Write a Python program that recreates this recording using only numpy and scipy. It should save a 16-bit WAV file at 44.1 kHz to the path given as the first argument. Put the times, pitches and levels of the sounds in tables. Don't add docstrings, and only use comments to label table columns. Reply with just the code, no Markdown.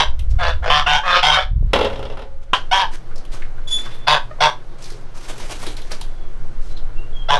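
import sys
import numpy as np
from scipy import signal
from scipy.io import wavfile
from scipy.ndimage import uniform_filter1d

SR = 44100
rng = np.random.default_rng(int(sys.argv[2]) if len(sys.argv) > 2 else 0)


def log_audio(samples):
    frames = np.atleast_2d(samples).T
    limited = np.clip(frames, -1, 1)
    pcm = np.round(limited * 32767).astype(np.int16)
    wavfile.write(sys.argv[1], SR, pcm)


def magnitude_from_level(level_db):
    exponent = np.asarray(level_db, float) / 20
    return 10 ** exponent


N = 325899
TIME = np.arange(N) / SR

# start in seconds, length in seconds, slow beat in Hz, beat at the end in Hz, level in dB.
NEAR_HONKS = [
    (-.07, 0.11, 156.6, 156.4, -11),
    (.695, 0.13, 149, 145, -14.5),
    (.86, .14, 148.6, 137.7, -16.5),
    (1.224, 0.16, 150.9, 142.4, -16),
    (2.711, 0.14, 193.2, 166, -12),
    (4.068, 0.11, 150.3, 135.8, -13),
    (4.403, 0.093, 152.6, 139.6, -13),
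    (7.284, 0.097, 144, 143, -16.5),
]
# start in seconds, length in seconds, slow beat in Hz, beat at the end in Hz, level in dB.
FAR_HONKS = [
    (.383, 0.15, 170.7, 152.8, -19),
    (.62, 0.1, 168.5, 163.7, -24.5),
    (1.03, .18, 177, 183.6, -17.5),
    (1.34, .095, 186.9, 194.5, -17.5),
    (4.306, 0.026, 158, 154, -31.5),
]
NEAR_FLAPS = [5, 5, 5, 5, 4, 5, 5, 5]
FAR_FLAPS = [4, 4, 3, 4, 4]
NEAR_HOARSE = [.45, .2, .28, .38, .21, .27, .27, .3]
FAR_HOARSE = [.38, .45, .26, .38, .1]
NEAR_SHRILL_DB = [3.5, -2, -1.5, 1.2, -4.5, -2.5, -3.5, -7]
FAR_SHRILL_DB = [-7, -11.5, -6.5, -6, -24]
NEAR_SWELL_DB = [-3, -1, 0, -0.36, -2.5, -0.6, 0, 2.5]
FAR_SWELL_DB = [-1, 5.5, 5, 0.2, -8]
# release in seconds, end level in dB, end shrillness in dB.
NEAR_SHAPE = (-0.02, -8, 1.03, 1), (0.0357, -7.5, -6)
FAR_SHAPE = (.05, -10, 1.13, -9.5), (0.0413, -14, 4.9)
# frequency in Hz, width in Hz, level in dB.
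NEAR_PIPE = [(757, 220, -6.5), (2055, 400, -10.5), (2310, 490, -12), (2654, 400, -7), (3600, 350, -6),
             (4540, 1700, -17), (5710, 850, -17.5), (8200, 7900, -38)]
FAR_PIPE = [(885, 1210, 0), (2245, 700, -1), (2880, 420, -2), (3420, 350, 3), (4170, 1600, -12),
            (5280, 1700, -17), (8000, 36000, -46)]
# low bill in Hz, its level in dB, high bill in Hz, its level in dB, throat in dB.
NEAR_BILL = [(980, 2, 3140, 0.5, -10.5), (1090, 7, 3200, 2, -13.5), (940, 2.5, 3040, 2, -12.5),
             (980, 3.5, 3220, 2, -11), (945, 9.5, 3200, 2, -4), (980, 6, 3330, 0.5, -3),
             (970, 9.5, 3430, -1.5, 0.5), (950, 9.5, 3330, 1.5, -1.5)]
FAR_BILL = [(1356, 10, 3640, 6, 7), (1450, 11, 3500, -29, 9.3), (1260, 13.4, 2650, 8.5, 3.1),
            (1300, 6.9, 3050, 4, 1.5), (1240, 9.3, 3800, -14, 6.4)]
# low bill glide share, high bill glide share, tongue in Hz, tongue in dB,
# clear start in seconds.
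NEAR_MOTION = [(-0.014, 0.017, 1550, -8, .005), (0.038, 0.011, 1730, -2.5, 0.0021),
               (-0.1, 0.072, 1520, -5, 0.0069), (0.19, -0.041, 1460, -2, .003),
               (0.027, -0.013, 1630, -0.5, 0.015), (0.0093, 0.0039, 1590, 0, 0.0066),
               (-0.0027, 0.019, 1570, 0, 0.0067), (0.059, 0.14, 1620, -1.5, 0.013)]
FAR_MOTION = [(0.065, 0.0088, 1650, 4.5, 0.011), (.04, 0.011, 1660, 3, .006), (0.087, 0.1, 1670, 5, 0.0073),
              (0.051, -.02, 1710, -4, 0.0045), (0.021, 0, 1650, 7, .04)]
# time in seconds, peak in dB.
LID_BLOWS = [
    (0.007, -19),
    (1.733, 1),
]
# time in seconds, level in dB against the settling rule.
LID_RATTLE = [(1.758, -1), (1.789, -0.5), (1.81, 0), (1.827, -2), (1.846, 5.5), (1.868, -5.5),
              (1.899, -2.5), (1.928, -3), (1.957, -2.5), (1.992, 0), (2.027, 1.5), (2.052, 2.5),
              (2.099, 1.5), (2.122, -3.5), (2.171, 2), (2.192, -0.5), (2.219, 3.5)]
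# frequency in Hz, level in dB, decay by 60 dB in seconds.
LID_MODES = [(258, -16, 0.24), (423, -3.5, 0.15), (541, -13.5, 0.96), (854, -26, 0.94), (1200, -31.5, .12),
             (2880, -21, 0.067), (556, -23.5, 1.05), (3330, -20, 0.053), (3710, -16.5, 0.063)]
# frequency in Hz, width in Hz, level in dB,
# decay by 60 dB in seconds.
LID_CRASH = [(244, 120, -15.5, 0.2), (473, 240, -1, 0.095), (820, 430, -9.5, 0.21), (1355, 115, -6, 0.055),
             (1900, 930, -15.5, 0.16), (2720, 120, -16, 0.12), (3110, 1200, -7.5, 0.095),
             (5150, 820, -18.5, 0.049), (10100, 13000, -20.5, 0.02)]
# time in seconds, peak in dB.
SCOOP_KNOCK = [
    (2.533, 0),
    (2.541, -9),
    (2.549, -13),
    (2.558, -19),
    (2.568, -21),
]
# frequency in Hz, level in dB, decay by 60 dB in seconds.
SCOOP_MODES = [(828, -7, 0.11), (1030, 1, 0.052), (1055, -2.5, 0.072)]
# frequency in Hz, width in Hz, level in dB, decay by 60 dB in seconds.
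SCOOP_CRASH = [(546, 300, -15.5, 0.16), (937, 290, 3.5, 0.07), (1530, 420, -6.5, 0.094),
               (2150, 850, -8, 0.044), (3010, 640, -3, 0.058), (4200, 2600, -15.5, 0.15),
               (6950, 5800, -30, 0.062)]
# time in seconds, peak in dB, colour in Hz.
TREADS = [(3.42, -21.5, 1800), (3.58, -27.5, 1270), (3.794, -36, 3460), (3.861, -22, 1170),
          (3.91, -29, 2880), (3.95, -34, 1440), (6.25, -35, 1030), (6.625, -45, 1090), (6.65, -44, 1180),
          (6.77, -26, 3600)]
# time in seconds, peak in dB, colour in Hz.
THUDS = [(4.385, -23, 600), (4.917, -25, 360), (4.94, -29, 377), (4.98, -35, 370), (5.293, -26.5, 800),
         (5.42, -29, 600), (5.495, -22, 820), (5.52, -28, 420), (5.632, -22.5, 950), (5.668, -19.5, 318),
         (5.804, -28, 395), (5.912, -23, 530), (6.012, -23.5, 796), (3.11, -31.5, 1300), (3.16, -28.5, 500)]
# time in seconds, peak in dB, colour in Hz.
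QUILLS = [(0.192, -20.5, 2800), (2.492, -57, 3670), (3.157, -24, 4800), (3.179, -27.5, 4770),
          (3.25, -29.5, 2920), (3.318, -32, 3538), (3.345, -29, 5200), (3.365, -38, 5600),
          (4.822, -24.5, 5000), (4.84, -23, 4400), (4.857, -24.5, 3600), (4.92, -25.5, 4130),
          (5.38, -24, 2510), (4.901, -24, 4350), (5.494, -25, 3000), (5.599, -27, 1030), (5.665, -16, 3500),
          (5.767, -20, 3550), (5.816, -24.5, 3520), (5.916, -13, 4334), (6.011, -16, 3500)]
WING_SLAPS_S = [
    5.172,
    5.284,
    5.398,
    5.509,
    5.626,
]
# start in seconds, loudest moment in seconds, end in seconds,
# level in dB, duller body in dB.
RUSTLES = [(0.291, 0.29, 0.42, -51, -11), (2.409, 2.436, 2.46, -55, 7), (2.911, 2.99, 2.96, -38, 4.5),
           (3.301, 3.357, 3.5, -48, 8.5), (3.673, 3.74, 4.03, -41, -4), (3.764, 3.857, 4.16, -55.5, 19),
           (4.778, 4.884, 5.1, -48.5, 5.5), (5.14, 5.657, 6.24, -43.5, 6), (5.273, 5.297, 5.4, -46.5, 7.5),
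           (5.392, 5.408, 5.5, -45, 7.5), (5.494, 5.518, 5.6, -40.5, 6), (5.608, 5.67, 5.72, -41, 7),
           (5.903, 5.92, 6.0, -43.5, 11), (6.006, 6.05, 5.995, -35, 9.5), (6.607, 6.764, 6.73, -53, -21)]
# frequency in Hz, level in dB per Hz.
RUSTLE_COLOUR = [(180, -21.5), (300, 8), (350, -10.5), (421, -3.5), (857, -8), (1910, -8), (5550, -5),
                 (10900, -17.5), (12000, -26), (15600, -56), (22000, -120)]
# start in seconds, length in seconds, start in Hz, end in Hz, level in dB.
WHISTLES = [
    (3.672, 0.29, 3420, 3534, -29.5),
    (3.757, 0.29, 3440, 3530, -49),
    (3.984, 0.22, 3470, 3480, -58),
    (3.328, .085, 980, 2040, -54),
    (6.03, 0.23, 3520, 3340, -73),
    (6.697, 0.061, 3976, 4060, -62),
    (6.763, 0.027, 4120, 4070, -49.5),
    (6.958, .13, 2730, 2800, -53.5),
    (7.128, 0.2, 3325, 3130, -49.5),
]
OVERTONES_DB = [8.5, -6, -10]
# time in seconds, level in dB.
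HAND_SWAY = [(0.0, -13.5), (0.7, -18), (1.6, -27.5), (3.43, -16), (4.5, -25), (5.3, -24), (6.7, -14),
             (7.39, -16)]
# time in seconds, level in dB.
WIND_BUFFET = [(0.0, -28.5), (0.31, -17.5), (0.68, -24.5), (1.089, -43), (1.63, -14.5), (1.849, -30),
               (2.85, -47.5), (3.79, -52), (4.34, -39), (4.8, -60), (5.58, -41.5), (6.42, -50), (6.7, -35),
               (7.39, -60)]
# start in seconds, end in seconds, peak in dB, push length in seconds.
GUSTS = [
    (0.293, 0.384, -0.5, 0.013),
    (1.473, 1.708, -3, 0.0091),
]
# time in seconds, peak in dB, length in seconds.
POPS = [
    (0.328, -34, .0004),
    (1.628, -20.5, 0.00071),
    (1.708, -31, 0.0013),
    (2.532, -19, 0.00093),
]
# time in seconds, level in dB.
YARD_LEVEL = [(0.0, -52.5), (0.82, -47), (1.25, -52), (1.42, -63.5), (1.93, -41), (2.45, -54.5),
              (2.68, -46.5), (7.39, -46)]
# frequency in Hz, level in dB per Hz.
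YARD_COLOUR = [(53, -20), (90, -22.5), (125, 12), (166, -0.5), (226, -3), (283, -11.5), (362, -1),
               (772, -9), (856, -9.5), (1340, -11), (2240, -20), (3890, -23), (12000, -39.5), (15600, -75),
               (22000, -120)]
# frequency in Hz, width in Hz, level in dB.
MOTOR_HUM = [
    (113.2, 15, -47),
    (354.6, 19, -57.5),
]

THROAT_HZ, THROAT_WIDTH_HZ = 544, 290
BILL_WIDTH_HZ, BILL_HIGH_WIDTH_HZ, TONGUE_WIDTH_HZ = 237, 374, 253
THROAT_GROWS_DB = 3
BILL_OPENS = 0.028
FILL_DB = -26
SWELL_BRIGHTENS = 0.66
KNOT = 900
RATTLE_DB, RATTLE_SETTLED_DB, RATTLE_SETTLE_S = -5.5, -28, 0.21
SLAP_DB, SLAP_LAG_DB, SLAP_HZ = -19.5, -7.5, 904
TREAD_CRISP_DB, QUILL_CRISP_DB, SLAP_CRISP_DB = -37.5, -1, -7.5
SNAP_RISE_S = 0.0011
RUSTLE_START_DB, RUSTLE_END_DB = -5.5, -25.5
WHISTLE_PEAK_SHARE, WHISTLE_START_DB, WHISTLE_FADES_TO_DB = 0.21, -15.5, -72.5
PUSH_GAP_S, PUSH_SCATTER_DB = .027, 1.5
SHED_T60_S, SHED_DB, WALL_CUT_HZ = 0.2, -15.5, 34000


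def rms_one(x):
    return x / np.sqrt(np.mean(x ** 2) + 1e-20)


def in_time(rows):
    s, *columns = np.transpose(rows)
    return [np.interp(TIME, s, c) for c in columns]


def gate(rows, rise_s, fall_s):
    rise = (TIME - rows[0][0]) / rise_s
    fall = (rows[-1][0] - TIME) / fall_s + 1
    return np.clip(np.minimum(rise, fall), 0, 1)


def band(x, low_hz, high_hz, order=2):
    return signal.sosfilt(signal.butter(order, [low_hz, high_hz], "band", fs=SR, output="sos"), x)


def drift(rate):
    knots = np.arange(0, N / SR + 1, .5 / rate)
    return np.interp(TIME, knots, rng.standard_normal(len(knots))) * np.sqrt(1.5)


def resonate(x, hz, width_hz):
    r = np.exp(-np.pi * width_hz / SR)
    top = [(1 - r * r) / 2, 0, (r * r - 1) / 2]
    bottom = [1, -2 * r * np.cos(2 * np.pi * hz / SR), r * r]
    once = signal.lfilter(top, bottom, x + 1e-18)
    return signal.lfilter(top, bottom, once + 1e-18)


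def coloured(x, spectrum, patchy_db):
    out, edges = 0, 70 * 2 ** np.arange(0, 8, .5)
    points_hz, points_db = np.transpose(spectrum)
    for k, (low, high) in enumerate(zip(edges, edges[1:])):
        level_db = np.interp(np.log(low * high) / 2, np.log(points_hz), points_db)
        out = out + magnitude_from_level(level_db + patchy_db * drift(12)) * band(x[k % 2], low, high)
    return rms_one(out)


def honks(rows, shrill, swell, shape):
    (attack_s, start_db, start_share, start_shrill_db), (release_s, end_db, end_shrill_db) = shape
    calls = []
    for (s, length, hz, end_hz, db), shrill_db, swell_db in zip(rows, shrill, swell):
        held_db, held_shrill_db = db + swell_db, shrill_db + SWELL_BRIGHTENS * swell_db
        calls.append([(s, start_share * hz, db + start_db, shrill_db + start_shrill_db),
                      (s + min(attack_s, .3 * length), hz, db, shrill_db),
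                      (s + max(length - release_s, length / 2), hz, held_db, held_shrill_db),
                      (s + length, end_hz, held_db + end_db, held_shrill_db + end_shrill_db)])
    return calls


def membrane(phase, beat_hz, broken, count, hoarse, weak):
    n = len(phase)
    k = np.arange(1, int(phase[-1] * count))
    when = np.interp(k / count, phase, np.arange(n))
    at, luck = when.astype(int), np.clip(rng.standard_normal((400, 4)), -1.6, 1.6)
    memory = np.r_[1, np.zeros(count - 1), -.94]
    wander = signal.lfilter([.35], memory, luck[:, 2:], axis=0)[100:100 + len(k)]
    strong = k % count == 0
    size = np.where(strong, 1, weak + .2 * wander[:, 0]) + hoarse * luck[:len(k), 0]
    slip = .13 * wander[:, 1] * ~strong + .16 * hoarse * luck[:len(k), 1]
    when = np.clip(when + broken[at] * slip * SR / (beat_hz[at] * count), 0, n - 2)
    size = .5 + broken[at] * (size - .5)
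    flap = np.zeros(n)
    np.add.at(flap, when.astype(int), size * (1 - when % 1))
    np.add.at(flap, when.astype(int) + 1, size * (when % 1))
    puff = signal.lfilter([1], [1, -.97], np.abs(flap)) * rng.standard_normal(N // 20)[:n]
    return band(flap + .18 * hoarse * broken * puff, 430, 15000, order=3), puff


def vocal_tract(source, open_share, pipe, bill, motion, flicker_db):
    low_hz, low_db, high_hz, high_db, throat_db = bill
    low_glide, high_glide, tongue_hz, tongue_db, _ = motion
    tract = sorted([row + (BILL_OPENS,) for row in pipe] + [
        (THROAT_HZ, THROAT_WIDTH_HZ, throat_db, 0),
        (low_hz, BILL_WIDTH_HZ, low_db, low_glide),
        (tongue_hz, TONGUE_WIDTH_HZ, tongue_db, BILL_OPENS / 2),
        (high_hz, BILL_HIGH_WIDTH_HZ, high_db, high_glide)])
    n = len(source)
    knots = flicker_db * rng.standard_normal((len(tract), 16))
    knots[0] += THROAT_GROWS_DB * np.clip(np.arange(16) * KNOT / (n - .06 * SR), 0, 1) ** 2
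    stages = (-1, -.5, 0, .5, 1)
    shares = [np.clip(1 - 2 * np.abs(2 * open_share - 1 - stage), 0, 1) for stage in stages]
    parts = []
    for i, (hz, width, db, glide) in enumerate(tract):
        ring = sum(resonate(share * source, hz * (1 + glide * stage), width) for share, stage in zip(shares, stages))
        level_db = db + np.interp(np.arange(n) / KNOT, np.arange(16), knots[i])
        parts.append((-1) ** i * magnitude_from_level(level_db) * ring)
    return sum(parts[:4]), sum(parts[4:])


def goose(calls, flaps, hoarseness, bills, motions, pipe, weak, flicker_db, chest_db, chest_hz, smear):
    out = np.zeros(N)
    for call, count, hoarse, bill, motion in zip(calls, flaps, hoarseness, bills, motions):
        scatter = rng.standard_normal(220) * (rng.random(220) < .08) * np.exp(-np.arange(220) / 110) * smear
        scatter[0] = 1
        a, b = max(int(call[0][0] * SR), 0), min(int((call[-1][0] + .06) * SR), N)
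        beat_hz, level_db, shrill_db = [c[a:b] for c in in_time(call)]
        age = TIME[a:b] - call[0][0] + (0 if a else 1)
        clean_s = motion[-1]
        broken = np.clip(age / max(clean_s, 1e-3) - .6, 0, 1)
        phase = np.cumsum(beat_hz * (1 - 0.0907 * np.exp(-age / 0.01125))) / SR
        source, puff = membrane(phase, beat_hz, broken, count, hoarse, weak)
        open_share = np.clip(age / (call[-1][0] - call[0][0]), 0, 1)
        low, high = vocal_tract(source, open_share, pipe, bill, motion, flicker_db)
        high = high + magnitude_from_level(FILL_DB) * broken * band(puff, 1230, 3680)
        high = signal.fftconvolve(high, scatter)[:b - a]
        low_even, high_even = [np.sqrt(uniform_filter1d(p ** 2, size=1200) + 1e-12) for p in (low, high)]
        chest = magnitude_from_level(chest_db - ((beat_hz - chest_hz) / 12) ** 2) * broken * np.sin(2 * np.pi * phase)
        voice = low / low_even + magnitude_from_level(shrill_db) * high / high_even + chest
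        out[a:b] += magnitude_from_level(level_db) * gate(call, .008 if a else 1e-4, 0.0094)[a:b] * voice
    return out


def lid_hits():
    s, db = np.transpose(LID_RATTLE)
    settle = np.exp(-(s - s[0]) / RATTLE_SETTLE_S)
    return LID_BLOWS + list(zip(s, db + RATTLE_SETTLED_DB + (RATTLE_DB - RATTLE_SETTLED_DB) * settle))


def struck(hits, modes, crash, scatter_db):
    at, peak_db = [round(s * SR) for s, db in hits], np.array(hits)[:, 1]
    out, blows = np.zeros(N), np.zeros(N)
    for hz, level_db, t60 in modes:
        blows[at] = magnitude_from_level(peak_db + level_db + scatter_db * rng.standard_normal(len(at)))
        r, w = magnitude_from_level(-60 / (t60 * SR)), 2 * np.pi * hz / SR
        out += signal.lfilter([0, np.sin(w)], [1, -2 * r * np.cos(w), r * r], blows + 1e-18)
    for hz, width_hz, level_db, t60 in crash:
        blows[at] = magnitude_from_level(peak_db + level_db + scatter_db * rng.standard_normal(len(at)))
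        fade = signal.lfilter([1], [1, -magnitude_from_level(-60 / (t60 * SR))], blows + 1e-18)
        fade = signal.lfilter([.03], [1, -.97], fade)
        out += fade * rms_one(resonate(rng.standard_normal(N), hz, width_hz))
    return out


def snaps():
    out, t = np.zeros(N), np.arange(2000) / SR
    dull = [row + (TREAD_CRISP_DB,) for row in TREADS + THUDS]
    crisp = [row + (QUILL_CRISP_DB,) for row in QUILLS]
    slaps = [(s, SLAP_DB + SLAP_LAG_DB / 2 ** k, SLAP_HZ, SLAP_CRISP_DB) for k, s in enumerate(WING_SLAPS_S)]
    envelope = (np.exp(-t / 0.0068) + 0.48 * np.exp(-t / 0.029)) * (1 - np.exp(-t / SNAP_RISE_S))
    for s, peak_db, hz, crisp_db in dull + crisp + slaps:
        burst = rng.standard_normal(len(t)) * envelope
        edge = band(burst * np.exp(-t / .012), 500, 11000, order=1)
        burst = resonate(burst, hz, .6 * hz) + .6 * magnitude_from_level(crisp_db) * edge
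        out[round(s * SR):][:len(t)] += magnitude_from_level(peak_db - 6.5) * burst / np.abs(burst).max()
    return out


def rustle():
    sizes = magnitude_from_level(2.0 * np.minimum(rng.exponential(1, (2, N)), 5)) * rng.choice([-1, 1], (2, N))
    grains_per_s = 5000 * magnitude_from_level(5.0 * drift(40))
    grains = sizes * (rng.random((2, N)) < grains_per_s / SR) + 1e-18
    noise = coloured(grains, RUSTLE_COLOUR, patchy_db=1.5)
    noise = noise / np.std(band(noise, 3400, 7000))
    dull = signal.sosfilt(signal.butter(2, 3000, fs=SR, output="sos"), noise)
    out = 0
    for start, loudest, end, db, body_db in RUSTLES:
        rows = [(start, db + RUSTLE_START_DB), (loudest, db), (end, db + RUSTLE_END_DB)]
        level_db, = in_time(rows)
        out = out + gate(rows, 0.013, 0.017) * magnitude_from_level(level_db) * (noise - dull + magnitude_from_level(body_db) * dull)
    return out


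def bird():
    out = 0
    for s, length, start_hz, end_hz, peak_db in WHISTLES:
        stages = [(0, WHISTLE_START_DB), (WHISTLE_PEAK_SHARE, 0), (1, WHISTLE_FADES_TO_DB - peak_db)]
        rows = [(s + share * length, start_hz + share * (end_hz - start_hz), peak_db + db) for share, db in stages]
        hz, level_db = in_time(rows)
        phase = 2 * np.pi * np.cumsum(hz * (1 + .004 * drift(150))) / SR
        force = np.clip((level_db + 54) / 12, 0, 1)
        tone = sum(magnitude_from_level(db) * force ** k * np.sin((k + 1) * phase) for k, db in enumerate(OVERTONES_DB))
        out = out + np.sqrt(2) * gate(rows, 0.0024, 0.07) * magnitude_from_level(level_db + 3.2 * drift(80)) * tone
    return out


def shed(x):
    out, dull = np.zeros(N), np.exp(-2 * np.pi * WALL_CUT_HZ / SR)
    for k, lag in enumerate((rng.uniform(.008, .03, 8) * SR).astype(int)):
        loop, gain, state = x.copy(), magnitude_from_level(-60 * lag / SR / SHED_T60_S), [0.]
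        for i in range(lag, N, lag):
            back, state = signal.lfilter([gain * (1 - dull)], [1, -dull], loop[i - lag:i], zi=state)
            loop[i:i + lag] += back[:N - i]
        out += (loop - x) * (-1) ** k
    return out


def wind():
    out = 0
    for level_db, (low, high) in zip(in_time(HAND_SWAY) + in_time(WIND_BUFFET), [(6, 17.0), (22, 67)]):
        noise = band(rng.standard_normal(N + SR), low, high, order=3)[SR:]
        out = out + magnitude_from_level(level_db) * noise / np.sqrt(uniform_filter1d(noise ** 2, size=9000))
    for start, end, peak_db, length in GUSTS:
        luck = rng.standard_normal((20, 2))
        s = start + np.cumsum(PUSH_GAP_S * magnitude_from_level(2 * luck[:, 0]))
        swell = np.sin(np.pi * np.clip((s - start) / (end - start), 0, 1) ** 1.13)
        size = swell * magnitude_from_level(peak_db + PUSH_SCATTER_DB * luck[:, 1])
        near = slice(int((start - .1) * SR), int((end + .1) * SR))
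        u = (TIME[near, None] - s) / length
        push = np.exp(-(3.12 * u) ** 2) - 0.28 * np.exp(-(1.0 * (u - 1.1)) ** 2)
        out[near] += size @ np.transpose(push)
    for s, peak_db, length in POPS:
        u = (TIME - s) / length
        out += magnitude_from_level(peak_db) * u * np.exp(-u ** 2)
    return out


def yard():
    hush = coloured(rng.standard_normal((2, N)), YARD_COLOUR, patchy_db=1.1)
    hush = hush / np.std(band(hush, 200, 3000))
    hum = sum(magnitude_from_level(db) * rms_one(resonate(rng.standard_normal(N), hz, width)) for hz, width, db in MOTOR_HUM)
    level = magnitude_from_level(in_time(YARD_LEVEL)[0])
    return level * (hush + hum / np.median(level))


def scene():
    near = goose(honks(NEAR_HONKS, NEAR_SHRILL_DB, NEAR_SWELL_DB, NEAR_SHAPE), NEAR_FLAPS, NEAR_HOARSE, NEAR_BILL,
                 NEAR_MOTION, NEAR_PIPE, weak=.12, flicker_db=3.0, chest_db=-18, chest_hz=143, smear=0.3)
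    far = goose(honks(FAR_HONKS, FAR_SHRILL_DB, FAR_SWELL_DB, FAR_SHAPE), FAR_FLAPS, FAR_HOARSE, FAR_BILL,
                FAR_MOTION, FAR_PIPE, weak=.2, flicker_db=4.5, chest_db=-22.5, chest_hz=166, smear=0.67)
    lid = magnitude_from_level(-10.5) * struck(lid_hits(), LID_MODES, LID_CRASH, scatter_db=2.5)
    scoop = magnitude_from_level(-16.0) * struck(SCOOP_KNOCK, SCOOP_MODES, SCOOP_CRASH, scatter_db=3.5)
    inside = near + far + lid + scoop + snaps() + rustle() + bird()
    return (inside + magnitude_from_level(SHED_DB) * shed(inside + 1e-18) + wind() + yard())[None]


def top_cut(x):
    return signal.sosfilt(signal.butter(12, 12200, fs=SR, output="sos"), x)


def record(dry):
    cut = signal.sosfilt(signal.cheby2(8, 32, 12700, fs=SR, output="sos"), dry)
    rounded = cut / (1 + np.abs(cut) ** 9) ** (1 / 9)
    return top_cut(rounded)


dry = scene()
out = record(dry)
log_audio(out)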